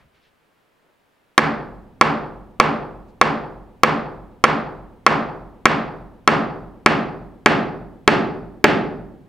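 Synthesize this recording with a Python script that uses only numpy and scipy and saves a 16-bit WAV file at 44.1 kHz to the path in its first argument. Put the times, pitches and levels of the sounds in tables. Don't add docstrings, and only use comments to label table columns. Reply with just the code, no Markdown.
import sys
import numpy as np
from scipy import signal
from scipy.io import wavfile

SR = 44100
rng = np.random.default_rng(int(sys.argv[2]) if len(sys.argv) > 2 else 0)


def convert_level_to_amplitude(level_db):
    exponent = np.asarray(level_db, float) / 20
    return 10 ** exponent


def persist_wave(psi):
    counts = np.round(np.clip(psi, -1, 1) * 32767).astype(np.int16)
    wavfile.write(sys.argv[1], SR, np.atleast_2d(counts).T)


N = 409248

STRIKE_TIMES = [1.3788, 2.0118, 2.5999, 3.2137, 3.8341, 4.4398, 5.0648, 5.6555, 6.2761, 6.8611, 7.4600,
                8.0770, 8.6419]
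# (strength into the hall [dB], bite [-1 loose to 1 tight], glance off the peg's axis [dB],
# crack of the mallet face [dB])
BLOWS = [(-5, 0.84, -1, 4), (-2, -.1, -0.5, -1.5), (-0.5, -0.82, -4.5, -5.5), (-2, -1.4, -3.5, -1),
         (-1, -0.42, -3, -2), (-3, -.6, 1.5, 0.5), (-1.5, -1.5, 1.5, -1.5), (-3, 0.28, 2, 3),
         (0, 0.19, 2.2, -1), (-0.5, 0.34, -2, 0), (-0.5, .6, 0, 1), (0, 0.32, -0.8, 1), (-1, 1.1, -1.8, 2)]

BEAM_MODES = [(218.1, -12, 0.041), (300.6, -16, 0.063), (368, -7, 0.018), (786, -23, 0.0094)]
# (frequency [Hz], level [dB], t60 [s])
PEG_MODES = [(150, -18, .037), (455, -13, 0.036), (508, -8.5, .04), (956, -7.5, 0.016), (1147, 3, 0.014),
             (1185, 6.5, 0.01)]
# (frequency [Hz], level [dB], t60 [s])
SIDEWAYS_MODES = [(1314, -5, 0.024), (1443, -2, 0.0083)]
# (frequency [Hz], level [dB], t60 [s])
CRACK_MODES = [(1659, -5, 0.013), (1707, -2, 0.01), (1857, -2.5, 0.0098), (2174, 10, 0.0051),
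               (3190, -4, 0.0069), (4310, -8.5, 0.0081), (5700, -18.5, 0.0013), (7000, -9.5, 0.0018)]
# (frequency [Hz], level [dB], t60 [s])
FRAME_MODES = [(406.6, -8, 0.065), (594, -17, 0.054), (757, -13, 0.035), (862, -14, 0.06),
               (1890, -13, 0.005), (2630, -9, 0.017)]

# (delay [s], left level [dB], right level [dB])
NEAR_ECHOES = [
    (.0037, -16.5, -21.5),
    (.0088, -20.5, -16),
    (0.0136, -26, -18.5),
]
# (frequency [Hz], t60 [s], build-up [s], colour [dB], left-right likeness [0-1])
HALL_BANDS = [(105, 1, 0.043, -9.5, 0.9), (192, 1.4, 0.015, 3.5, 0.86), (285, 0.96, 0.023, 0.5, 0.63),
              (590, 0.87, 0.024, 5.5, .82), (1200, 0.65, 0.03, 5.5, 0.85), (2800, 0.47, 0.0024, 1.5, .82),
              (4810, 0.51, 0.0035, -1.5, 1), (13300, .18, 0.0049, -11.5, 0.55)]
# (delay [s], length [s], level [dB], frequency [Hz])
WALL_SLAPS = [
    (0.027, .012, -47, 224.5),
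    (.06, 0.052, -52, 152.1),
    (0.118, 0.011, -47.5, 285),
    (0.14, 0.03, -51.5, 224),
    (.21, 0.06, -60, 150),
]
# (frequency [Hz], level per Hz [dB])
SHAKE_SPECTRUM = [(12, -5), (25, -3), (50, -3), (90, -7), (125, 2.5), (150, -55.5)]
# (delay [s], length [s], level [dB], frequency [Hz])
SWELLS = [
    (.22, 0.025, -40, 58.3),
    (.39, 0.06, -41.5, 46.04),
]

# (frequency [Hz], level per Hz [dB])
AIR_SPECTRUM = [(25, -2.5), (60, -10), (130, -1), (500, 0.2), (1700, -5.5), (3000, -11.5), (6000, -23.5),
                (15000, -26)]
# (frequency [Hz], left-right likeness [0-1])
AIR_LIKENESS = [(60, 0.45), (240, 0.37), (950, 0.21), (3770, 0.66), (15000, 0.77)]
# (time [s], length [s], level [dB], centre [Hz], width [octaves])
RUSTLES = [
    (0.036, 0.029, -65, 114, 0.46),
    (.01, 0.022, -69.5, 1100, 1),
    (.165, .025, -73, 1900, 0.82),
    (.255, .03, -73, 2600, 0.64),
    (0.15, .13, -67, 39, 0.59),
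    (.87, 0.045, -73.5, 490, 0.95),
    (3.095, .015, -79, 4050, .6),
]

AIR_DB, AIR_EDGE_HZ = -63, 15900
BEAMS_DB, BEAMS_BITE_DB, PEG_DB, SIDEWAYS_DB, FRAME_DB = -1.5, 7.5, -1.5, 0.5, -1
SEATING_S, FRAME_DB_PER_S, PEG_DB_PER_S = 4.7, 3, -2.5
DEEP_DB, FACING_DB, HIDDEN_DB = 3, 1, -6
SPREAD_DB, DETUNE = 1.3, 0.008
SPLINTER_DB, SPLINTER_T60_S, SPLINTER_LOW_HZ, SPLINTER_TOP_HZ = -19, 0.035, 3000, 6500
SHAKE_DB, SHAKE_LIKENESS = -45.5, 0.85
PORT_LAG_S = 3.6e-5
LIMIT_DB, SQUEEZE, GRAB_S, LET_GO_DB_PER_S = 5, 0.37, 0.0005, 303.5


def evened(x):
    return x / np.sqrt(np.mean(x ** 2) + 1e-20)


def read(points, hz, column=1):
    table = np.transpose(points)
    return np.interp(np.log(hz + 1), np.log(table[0] + 1), table[column])


def bell(x, centre, width):
    return np.exp(-0.5 * ((x - centre) / width) ** 2)


def noise(length, size, magnitude, same):
    hop = size // 4
    hz = np.fft.rfftfreq(size, 1 / SR)[:, None]
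    s = np.arange(length // hop + 5) * hop / SR
    a, b, c, d = rng.standard_normal((len(s), len(hz), 4)).T
    like = np.clip(same(hz), 0, 1)
    common = np.sqrt(0.5 + like / 2) * (a + 1j * b)
    apart = np.sqrt(0.5 - like / 2) * (c + 1j * d)
    z = np.array([common + apart, common - apart]) * magnitude(hz, s)
    return signal.istft(z, nperseg=size, noverlap=size - hop)[1][:, :length]


def air():
    def tone_level(hz, s):
        return convert_level_to_amplitude(read(AIR_SPECTRUM, hz)) * (hz < AIR_EDGE_HZ) + 0 * s

    def rustle_level(hz, s):
        power = 0
        for at, length, db, centre_hz, octaves in RUSTLES:
            swell = bell(s, at, length) ** 2
            colour = bell(np.log2(hz + 1), np.log2(centre_hz), octaves) ** 2
            power = power + convert_level_to_amplitude(2 * db) * swell * colour / (centre_hz * octaves)
        return np.sqrt(power)

    tone = evened(noise(N, 2048, tone_level, lambda hz: read(AIR_LIKENESS, hz)))
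    rustles = noise(N, 512, rustle_level, lambda hz: 0.85 + 0 * hz) / np.sqrt(512)
    return convert_level_to_amplitude(AIR_DB) * tone + convert_level_to_amplitude(56) * rustles


def ring(modes, t, luck, damping):
    hz, db, t60 = np.transpose(modes)[:, :, None]
    louder, sharper = luck[:, :len(modes), None]
    level = convert_level_to_amplitude(db + SPREAD_DB * louder - 60 * damping * t / t60)
    return -(level * np.sin(2 * np.pi * hz * (1 + DETUNE * sharper) * t)).sum(0)


def blow(drive_db, chance, damping, contact_s, cut_hz):
    t = np.arange(SR // 4) / SR
    parts = zip((BEAM_MODES, PEG_MODES, SIDEWAYS_MODES, CRACK_MODES, FRAME_MODES), drive_db, chance)
    wood = sum(convert_level_to_amplitude(db) * ring(modes, t, luck, damping) for modes, db, luck in parts)
    contact = bell(t[:32], 16 / SR, contact_s)
    wood = signal.oaconvolve(wood, contact / contact.sum())[8:]
    return signal.lfilter(*signal.butter(2, cut_hz, "high", fs=SR), wood)


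def splinters(count):
    t = np.arange(SR // 20) / SR
    band = signal.butter(1, [SPLINTER_LOW_HZ, SPLINTER_TOP_HZ], "band", fs=SR)
    fizz = signal.lfilter(*band, rng.standard_normal((count, len(t))))
    return fizz * convert_level_to_amplitude(SPLINTER_DB - 60 * t / SPLINTER_T60_S)


def near_echoes(direct):
    taps = np.zeros((2, 1200))
    for delay, left_db, right_db in NEAR_ECHOES:
        taps[:, round(delay * SR) + 8] = convert_level_to_amplitude(np.array([left_db, right_db]))
    taps = signal.lfilter(*signal.butter(3, 2200, fs=SR), taps)
    lag = np.arange(-8, 12) - np.array([[0], [PORT_LAG_S * SR]])
    taps[:, :20] = np.sinc(lag) * bell(lag, 0, 4)
    return signal.oaconvolve(direct[None], taps, axes=1)[:, :N]


def bursts(table, t):
    return sum(convert_level_to_amplitude(db) * bell(t, at, width) * np.cos(2 * np.pi * hz * t) for at, width, db, hz in table)


def hall():
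    def magnitude(hz, s):
        build = 1 - np.exp(-s / np.maximum(read(HALL_BANDS, hz, column=2), 1e-3))
        fade = convert_level_to_amplitude(read(HALL_BANDS, hz, column=3) - 60 * s / read(HALL_BANDS, hz))
        return (hz > 100) * build * fade

    t = np.arange(3 * SR // 2) / SR
    tail = noise(len(t), 512, magnitude, lambda hz: read(HALL_BANDS, hz, column=4))
    tail = tail * np.clip(t / 0.0033, 0, 1)
    return tail / np.linalg.norm(tail[0]) + bursts(WALL_SLAPS, t)


def building():
    def magnitude(hz, s):
        return convert_level_to_amplitude(read(SHAKE_SPECTRUM, hz)) + 0 * s

    t = np.arange(SR) / SR
    rumble = evened(noise(SR, 4096, magnitude, lambda hz: SHAKE_LIKENESS + 0 * hz))
    shape = (1 - np.exp(-t / 0.031)) * convert_level_to_amplitude(-60 * t / 6.1) * np.clip((1 - t) / 0.67, 0, 1)
    shake = convert_level_to_amplitude(SHAKE_DB) * rumble * shape + bursts(SWELLS, t)
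    strikes = np.zeros((1, N))
    strikes[0, np.round(np.array(STRIKE_TIMES) * SR).astype(int)] = 1
    return signal.fftconvolve(strikes, shake, axes=1)[:, :N]


def scene():
    direct, sends = np.zeros(N), np.zeros((2, N))
    chance = rng.standard_normal((len(BLOWS), 5, 2, 8))
    fizzes = splinters(count=len(BLOWS))
    for s, landing, luck, fizz in zip(STRIKE_TIMES, BLOWS, chance, fizzes):
        strength_db, bite, glance_db, square_db = landing
        seated = max(s - SEATING_S, 0)
        drive_db = (BEAMS_DB + BEAMS_BITE_DB * bite, PEG_DB + PEG_DB_PER_S * seated,
                    SIDEWAYS_DB + glance_db, square_db, FRAME_DB + FRAME_DB_PER_S * seated)
        close_db = np.add(drive_db, (DEEP_DB, 0, 0, FACING_DB, HIDDEN_DB))
        at = round(s * SR) - 9
        sound = convert_level_to_amplitude(9) * blow(close_db, luck, damping=0.74, contact_s=2e-5, cut_hz=420)[:N - at]
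        blurred = blow(drive_db, luck, damping=2.05, contact_s=1e-5, cut_hz=134)[:N - at]
        direct[at - 8:at - 8 + len(sound)] += sound
        direct[at:at + len(fizz)] += fizz
        turn = 0.2 * s
        sends[:, at:at + len(sound)] += np.outer([np.cos(turn), np.sin(turn)], convert_level_to_amplitude(strength_db - 7.5) * blurred)
    far = sum(signal.fftconvolve(send[None], hall(), axes=1)[:, :N] for send in sends)
    balance = convert_level_to_amplitude(np.array([[-0.4], [0.4]]))
    return near_echoes(direct) + convert_level_to_amplitude(-5.5) * far * balance + building() + air()


def top_cut(x):
    return signal.sosfilt(signal.butter(12, 16520, fs=SR, output="sos"), x)


def record(dry):
    keep = np.exp(-1 / (GRAB_S * SR))
    power = signal.lfilter([1 - keep], [1, -keep], (dry ** 2).max(0))
    level_db = 10 * np.log10(power + 1e-12)
    fall_db = np.arange(N) * LET_GO_DB_PER_S / SR
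    held_db = np.maximum.accumulate(level_db + fall_db) - fall_db
    over_db = np.maximum(held_db - LIMIT_DB, 0)
    mix = np.clip(dry * convert_level_to_amplitude(-SQUEEZE * over_db), -1, 1)
    return top_cut(mix)


dry = scene()
out = record(dry)
persist_wave(out)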